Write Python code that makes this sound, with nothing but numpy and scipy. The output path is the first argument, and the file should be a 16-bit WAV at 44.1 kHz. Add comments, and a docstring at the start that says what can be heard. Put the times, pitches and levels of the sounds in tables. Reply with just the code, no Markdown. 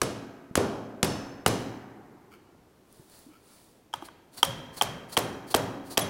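"""A workshop, close to a steel vise, one microphone: a shot-filled dead-blow mallet folds thin aluminium sheet.
Four blows land behind the jaws; the mallet is turned, taps lightly, and five more bend a free flap down.
Each blow knocks the flap, slaps it on the jaw, rings the sheet and shakes the stand and bench.
Loose shot hisses in the mallet head, hands bump and rub the work, and the walls answer over still air."""
import sys
import numpy as np
from scipy import signal
from scipy.fft import rfft, irfft
from scipy.io import wavfile

SR = 44100
rng = np.random.default_rng(int(sys.argv[2]) if len(sys.argv) > 2 else 0)


def to_wav(sig):
    """Store sig (one row per channel, or 1-D mono) as 16-bit WAV at the path in sys.argv[1].

    Samples outside -1..1 are clipped; the rate is SR.
    """
    pcm = np.clip(np.atleast_2d(sig), -1, 1) * 32767
    pcm = np.round(pcm).astype(np.int16)
    wavfile.write(sys.argv[1], SR, pcm.T)  # frames by channels


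N = 268569
AGE = np.arange(2 * SR) / SR  # seconds since a blow
TURN_S = 2.7  # the work moves to the flap; pairs picked by side() read (behind the vise, on the flap)

# mallet meets sheet: start_s, force_db, knock_db, flap_hz, favoured_ring_hz, slap_delay_s, jaw_weight_db
BLOWS = [ (0.0159, -2, -19, 1300, 1300, 0.0032, -6), (0.5542, -1, -45, 1250, 3280, 0.02, 1.5),
         (1.0289, 1.5, -19.5, 1095, 5600, 0.0011, -3), (1.462, 2.5, -4, 566, 2450, .001, -2),
         (3.9292, -36.5, -55, 1000, 3880, 0.00036, -52), (3.9373, -19.5, -13, 947, 3800, 0.00079, -26),
         (4.0227, -41.5, -25.5, 875, 3240, 0.00073, -57), (4.0852, -43, -32, 1150, 1300, 0.00098, -45),
         (4.429, -1, -2, 937, 5500, .001, -16.5), (4.8117, -3, -5.5, 864, 3300, .0087, -12),
         (5.168, 0, -8.5, 930, 9000, 0.0056, -5), (5.542, 0, -3.5, 865, 3260, 0.0043, -2.5),
         (5.9728, 1.5, -14, 830, 7300, .0034, -6)]


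def mallet():
    """The face knocks the flap and damps it; the hollow head rings briefly."""
    # modes of the damped flap: pitch_ratio, level_db, t60_s
    flap_modes = [(1, 1, 0.016), (.84, -4, 0.012), (1.31, -5.5, 0.02), (1.75, -15.5, 0.015)]
    # modes of the head as it lands on the flap: pitch_hz, level_db, t60_s
    head_modes = [(3187, 3.5, 0.014), (2500, -21, 0.015), (4800, -12, 0.00368), (5680, -12.5, 0.0098),
                  (9000, -25, .012)]
    out = np.zeros(N)
    for s, force_db, knock_db, flap_hz, *_ in BLOWS:
        onset = s + .0006  # the face sinks in before the flap answers
        lean_db = np.interp(s, (4.4, 5.6), (0, -12.5))  # leaning with the fold, the head rings less
        head_db = force_db + (-21.5, -0.5)[side(s)] + lean_db
        head_pitch = (.89, 1)[side(s)]  # lower when it lands square behind the vise
        flap = ring([(flap_hz * ratio, db, t60) for ratio, db, t60 in flap_modes], rise_s=0.0012)
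        head = ring([(hz * head_pitch, db, t60) for hz, db, t60 in head_modes], rise_s=0.00093)
        add(out, onset, undb(knock_db) * flap)
        add(out, onset, undb(head_db) * head)
    return out


def contacts():
    """Each blow touches the sheet, then slaps it on the jaw: start_s, crack_db, length_s, weight_db."""
    touch_db, touch_s, touch_weight_db = (-16, -23), (0.003, 0.0019), (-10, -22)
    slap_db, slap_s = (-25.5, -16), (0.0021, 0.0034)
    rows = []
    for s, force_db, *_, slap_delay, weight_db in BLOWS:
        k = side(s)
        rows.append((s, force_db + touch_db[k], touch_s[k], force_db + touch_weight_db[k]))
        rows.append((s + slap_delay, force_db + slap_db[k], slap_s[k], weight_db))
    return rows


def slaps():
    """The sheet chatters on the steel as the vise thuds under the weight: (direct, sent to the walls)."""
    # modes of the struck vise: pitch_hz, level_db, t60_s
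    vise_modes = [(85, -17, 0.055), (205, -6.5, 0.016), (337.6, -4, 0.018), (510, -2, 0.012),
                  (699, -15.5, 0.025), (1273, -9.5, 0.0033)]
    cracks, spread, thuds = np.zeros((3, N))
    tremble = undb(-16.5) * fade(0.22)  # the sheet goes on trembling against the jaw
    for s, crack_db, length, weight_db in contacts():
        contact = np.minimum(AGE / .0007, 1) / (1 + (AGE / length) ** 8)
        add(cracks, s, undb(crack_db) * (contact + tremble) * rng.standard_normal(len(AGE)))
        # the walls get the contact as one even click of the same energy
        add(spread, s, undb(crack_db) * np.array([np.linalg.norm(contact)]))
        add(thuds, s + length / 2, undb(-3.5 + 1.23 * weight_db) * ring(vise_modes, rise_s=0.0017))
    return shade(cracks) + thuds, shade(spread) + thuds


def shade(x):
    """The chatter reaches the microphone duller from behind the vise than from the open flap."""
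    # spectrum of the chatter: frequency_hz, behind_db, flap_db
    chatter_colour = [(102, 1.5, -20), (497, -2, 10.5), (1400, 5.5, 6.5), (1950, 0, 2.5), (2600, 0.5, 5),
                      (3630, -2.5, -1), (5700, -2, 1.5), (8430, -3.5, -1), (11000, -5.5, -2.5),
                      (12800, -17, -6.5), (15900, -20, -12)]
    hz, behind_db, flap_db = np.transpose(chatter_colour)
    behind = np.arange(N) < TURN_S * SR
    return colour(x * behind, list(zip(hz, behind_db))) + colour(x * ~behind, list(zip(hz, flap_db)))


def bench():
    """The stand booms after each blow; the bench clatters at each contact, higher for glancing ones."""
    # boom of the stand: band_hz, level_db, t60_s
    boom_bands = [(25, -21.5, 1.1), (61, -23.5, 1.4), (123, -5, 0.69), (180, -10.5, 1.2), (305, -20, 1.92),
                  (597, -27, 1.23)]
    # clatter of the bench before the weight shifts its pitch: band_hz, level_db, t60_s
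    clatter_bands = [(122, -15, 0.33), (280, -12.5, 1.48), (420, -5, 0.42), (647, -15.5, 1.044),
                     (930, -19.5, 1.06), (1910, -25.5, 0.41), (4000, -56.5, .6)]
    # lasting resonances of stand and bench: pitch_hz, level_db, t60_s
    stand_modes = [(116, -38, 1.3), (208, -43, 1.2), (254, -41, 1.3), (276, -37, 1.7), (398, -36, 1.0),
                   (490, -39, .9)]
    out = np.zeros(N)
    for s, force_db, *_ in BLOWS:
        lag_s = (0, .03)[side(s)]  # from the flap side the boom comes by way of the walls
        boom_db = force_db + (-4, -6)[side(s)]
        add(out, s + lag_s, undb(boom_db) * dense_decay(boom_bands, rise_s=0.014))
    db_per_octave, max_pitch = 14, (0.99, 2.4)
    for s, _, _, weight_db in contacts():
        pitch = min(1.054 * 2 ** (-weight_db / db_per_octave), max_pitch[side(s)])
        clatter = dense_decay([(hz * pitch, db, t60) for hz, db, t60 in clatter_bands], rise_s=0.0013)
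        stand = ring(stand_modes, rise_s=0.0049, scatter_db=2.5)
        add(out, s, undb(weight_db) * (clatter + stand))
    return out


def sheet():
    """Thin ringing of the aluminium; the spot that is struck favours the modes around one pitch."""
    # free modes of the sheet: pitch_hz, t60_s, struck_behind_db, struck_on_flap_db
    sheet_modes = [ (565, .6, -54, -35), (797, .7, -50, -45), (1285, .6, -47, -51), (2370, .5, -54, -48),
                   (3140, .8, -57, -50), (3270, .7, -56, -49), (3880, .7, -52, -48), (5220, .8, -50, -60),
                   (5500, .6, -49, -53), (5720, .6, -56, -49), (6135, .75, -48, -53), (7100, .5, -53, -58),
                   (7380, .5, -53, -60), (9250, .5, -54, -53), (9960, .5, -48, -52), (10650, .5, -56, -62),
                   (11600, .5, -59, -55)]
    hz, t60, behind_db, flap_db = np.transpose(sheet_modes)
    out = np.zeros(N)
    for s, force_db, _, _, favoured_hz, *_ in BLOWS:
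        favour_db = 8 * np.exp(-(np.log2(hz / favoured_hz) / .25) ** 2)
        mode_db = (behind_db, flap_db)[side(s)] + favour_db
        ring_db = .85 * force_db + (-3, -4)[side(s)]  # a light tap damps the sheet less
        add(out, s, undb(ring_db) * shimmer(zip(hz, mode_db, t60)))
    return out


def flap_squeak():
    """The bent flap rubs on the jaw as the mallet lifts and sings briefly in its high modes."""
    # rub on the jaw: peak_s, level_db, half_length_s
    jaw_rubs = [(6.019, -30.5, 0.0073)]
    # high modes of the flap: pitch_hz, level_db, t60_s
    squeak_modes = [(3317, -0.5, 0.043), (6150, -5, 0.035), (10200, 1.5, .03)]
    return resonate(swells(jaw_rubs) * rng.standard_normal(N), squeak_modes)


def shot():
    """Hundreds of pellets scrape the wall of the mallet head, then patter on its face."""
    # shot rushes as the mallet turns or starts down: peak_s, level_db, fall_half_length_s
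    rushes = [ (2.951, -71, 0.096), (3.145, -61.5, 0.083), (3.53, -63, 0.15), (4.054, -53, 0.014),
              (4.381, -46, 0.017), (4.777, -44, 0.014), (5.13, -43.5, 0.013), (5.513, -42.5, .013),
              (5.916, -46, .021)]
    # spectrum of sliding shot: frequency_hz, level_db
    hiss_colour = [(200, 3), (1000, 4.5), (2500, -5.5), (3600, -2), (5300, -1.5), (6700, -3), (8800, 1),
                   (11000, 1), (13000, -9), (15500, -1)]
    # modes of the scraped wall: pitch_hz, level_db, t60_s
    wall_modes = [(4050, -7, 0.004), (4520, 3, .003)]
    # spectrum of landing shot: frequency_hz, level_db
    patter_colour = [(500, -14), (2500, -7), (4500, 2), (6500, -8), (9000, -1.5), (12000, -0.5),
                     (15500, -5.5)]
    # a few pellets run ahead of each rush, then the rest let go at once
    trickles = [(s - 2 * half, db - 12.5, 0.84 * half) for s, db, half in rushes]
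    slide = swells(rushes, rise_share=0.46) + swells(trickles)
    # the shot lands just after the face; a light tap hardly moves it
    lag_s, landing_db, half_s = (0.018, 0.022), (-31.5, -29), (0.0029, 0.0032)
    landing = swells([(s + lag_s[side(s)], landing_db[side(s)] + 1.3 * force_db, half_s[side(s)])
                      for s, force_db, *_ in BLOWS])
    pressing = slide / (slide + undb(-61.5))  # only a fast flow presses hard on the wall
    hiss = undb(4.5) * colour(slide * grains(scatter_db=1.7), hiss_colour)
    scrape = undb(-1) * resonate(slide * pressing * grains(scatter_db=1.7), wall_modes)
    patter = colour(landing * grains(scatter_db=1.7), patter_colour)
    return hiss + scrape + patter


def pellet_ticks():
    """Lone pellets strike the wall of the head with tiny, bright clicks."""
    # pellet strikes: start_s, level_db
    strikes = [(2.927, -44), (3.099, -45), (3.152, -44), (3.191, -41), (4.033, -50)]
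    # spectrum of a tick: frequency_hz, level_db
    tick_colour = [(1000, -20), (4000, -12), (6500, -9), (9500, 0), (13000, -3), (16000, -10)]
    out = np.zeros(N)
    for s, db in strikes:
        add(out, s, undb(db) * fade(t60=.0025) * rng.standard_normal(len(AGE)))
    return colour(out, tick_colour)


def handling():
    """Hand and body bump the work; skin catches on the sheet and rings it faintly."""
    # soft bumps: start_s, level_db, pitch_hz, t60_s
    bumps = [(0.511, -11.5, 205, 0.011), (2.547, -37, 674, 0.016), (2.996, -30, 150, 0.025),
             (2.997, -38.5, 341, 0.028), (3.264, -32, 256, 0.038), (3.286, -42.5, 309, 0.11),
             (4.024, -25, 324, 0.034)]
    # the hand slides to a new hold: peak_s, level_db, half_length_s
    rubs = [(2.338, -55, .015), (3.35, -63, 0.037), (3.52, -71, 0.055)]
    # modes of the rubbed sheet: pitch_hz, level_db, t60_s
    rub_modes = [(1350, 2, 0.014), (2260, -3, 0.013), (3120, 1, 0.0051), (4440, -1.5, 0.0045)]
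    thumps = np.zeros(N)
    for s, db, hz, t60 in bumps:
        add(thumps, s, undb(db) * ring([(hz, 0, t60)], rise_s=0.0046))
    friction = swells(rubs) * grains(scatter_db=5)
    return thumps + resonate(friction, rub_modes) + undb(-7) * friction


def workshop(x):
    """Near walls answer first, the far end lingers; sound from behind the vise carries more room."""
    # reverberation of the near walls: band_hz, level_db, t60_s
    near_bands = [(100, -60, 1.06), (400, -39, 0.66), (912, -48.5, 0.71), (1630, -43.5, 1.68),
                  (3045, -38, 0.8), (5560, -39.5, 0.69), (9200, -41.5, 0.49), (15000, -50, 1.05)]
    # reverberation of the far end: band_hz, level_db, t60_s
    far_bands = [(110, -58.5, 7.1), (313, -53, 4.2), (695, -43, 2.26), (1490, -60, 4.95), (2510, -71, 1.6),
                 (5000, -71, 1.0)]
    send_db = np.where(np.arange(N) < TURN_S * SR, 0, -3.5)
    response = dense_decay(near_bands, rise_s=.008) + dense_decay(far_bands, rise_s=.06)
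    return signal.fftconvolve(x * undb(send_db), response)[:N]


def still_air():
    """Room tone: a faint, steady, low rush."""
    # spectrum of the room tone: frequency_hz, level_db
    air_colour = [(15, -46.5), (25, -3.5), (92, -0.5), (195, 1), (363, 1.5), (560, -4), (936, -8),
                  (1130, -10.5), (1230, -15), (2000, -17), (9570, -26), (14800, -26.5), (16000, -33)]
    return undb(-61) * colour(rng.standard_normal(N), air_colour)


def side(s):
    """0 for a blow behind the vise, 1 for a blow on the free flap."""
    return int(s > TURN_S)


def undb(db):
    """Decibels to gain."""
    return 10 ** (np.asarray(db) / 20)


def add(out, s, x):
    """Mix x in from time s."""
    i = max(int(s * SR), 0)
    out[i:i + len(x)] += x[:max(N - i, 0)]


def fade(t60):
    """Exponential decay, 60 dB down after t60 seconds."""
    return np.exp(-np.log(1000) * AGE / t60)


def ring(modes, rise_s, scatter_db=0):
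    """Damped sines (pitch_hz, level_db, t60_s) that swell while the push lasts."""
    offset_db = scatter_db * rng.standard_normal(len(modes))
    tones = sum((-1) ** k * undb(db + offset_db[k]) * fade(t60) * np.sin(2 * np.pi * hz * AGE)
                for k, (hz, db, t60) in enumerate(modes))
    return tones * (1 - np.exp(-AGE / rise_s))


def shimmer(modes):
    """Each mode (pitch_hz, level_db, t60_s) rings as a narrow cluster, different after every blow."""
    tones = 0
    for hz, db, t60 in modes:
        detune, strength = rng.standard_normal(2)
        width_hz = min(12 + .009 * hz, 55)
        steps = rng.standard_normal((SR // 20, 2)) @ [1, 1j] / np.sqrt(2)
        wander = np.interp(AGE * 2 * width_hz, np.arange(len(steps)), steps)
        carrier = np.exp(2j * np.pi * (hz + detune * width_hz / 2) * AGE)
        tones = tones + undb(db + 2 * strength) * fade(t60) * np.imag(wander * carrier)
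    return tones * (1 - np.exp(-AGE / .003))


def dense_decay(bands, rise_s):
    """Countless overlapping modes: noise that builds up, then dies at its own rate in each band."""
    noise = rfft(rng.standard_normal(len(AGE)))
    log_hz = np.log(np.fft.rfftfreq(len(AGE), 1 / SR) + 1)
    centres = [hz for hz, _, _ in bands]
    knots = np.log([centres[0] / 2, *centres, centres[-1] * 2])
    tail = sum(undb(db) * fade(t60) * irfft(noise * np.interp(log_hz, knots[k:k + 3], [0, 1, 0]))
               for k, (_, db, t60) in enumerate(bands))
    return tail * (1 - np.exp(-AGE / rise_s))


def resonate(x, modes):
    """Drive modes (pitch_hz, level_db, t60_s) with x, keeping the power of white noise."""
    response = ring(modes, rise_s=0.0006)
    return signal.fftconvolve(x, response / np.linalg.norm(response))[:N]


def colour(x, points):
    """Minimum-phase filter through (frequency_hz, level_db) points, keeping the power of white noise."""
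    size = 2048
    hz, db = np.transpose(points)
    log_hz = np.log(np.fft.rfftfreq(size, 1 / SR) + 1)
    gain = undb(np.interp(log_hz, np.log(hz), db))
    cepstrum = irfft(np.log(gain))
    cepstrum[1:size // 2] *= 2
    cepstrum[size // 2 + 1:] = 0
    response = irfft(np.exp(rfft(cepstrum)))
    return signal.fftconvolve(x, response / np.linalg.norm(response))[:len(x)]


def swells(rows, rise_share=1):
    """Envelope of bell shapes (peak_s, level_db, half_length_s); rise_share scales the leading side."""
    t = np.arange(N) / SR
    return sum(undb(db) * np.exp(-.5 * ((t - s) / np.where(t < s, rise_share * half, half)) ** 2)
               for s, db, half in rows)


def grains(scatter_db):
    """Dense ticks of very uneven size, rms 1."""
    ticks = rng.standard_normal(N) * undb(scatter_db * np.minimum(rng.exponential(size=N), 6))
    return ticks / ticks.std()


def scene():
    """At the microphone: blows, shot and handling in the room, over bench rumble and still air."""
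    knocks = mallet()
    slap, slap_to_walls = slaps()
    small_sounds = sheet() + flap_squeak() + shot() + pellet_ticks() + handling()
    knocks_to_walls = undb(-9) * knocks  # the face throws its knock forward, so the walls get less
    room = workshop(knocks_to_walls + slap_to_walls + small_sounds)
    air = still_air()
    return (knocks + slap + small_sounds + room + bench() + air)[None]


def record(dry):
    """The recorder rounds the highest peaks and cuts the treble above 16 kHz."""
    lowpass = signal.ellip(10, .2, 80, 16000, fs=SR, output="sos")
    return signal.sosfilt(lowpass, np.tanh(dry))


dry = scene()
out = record(dry)
to_wav(out)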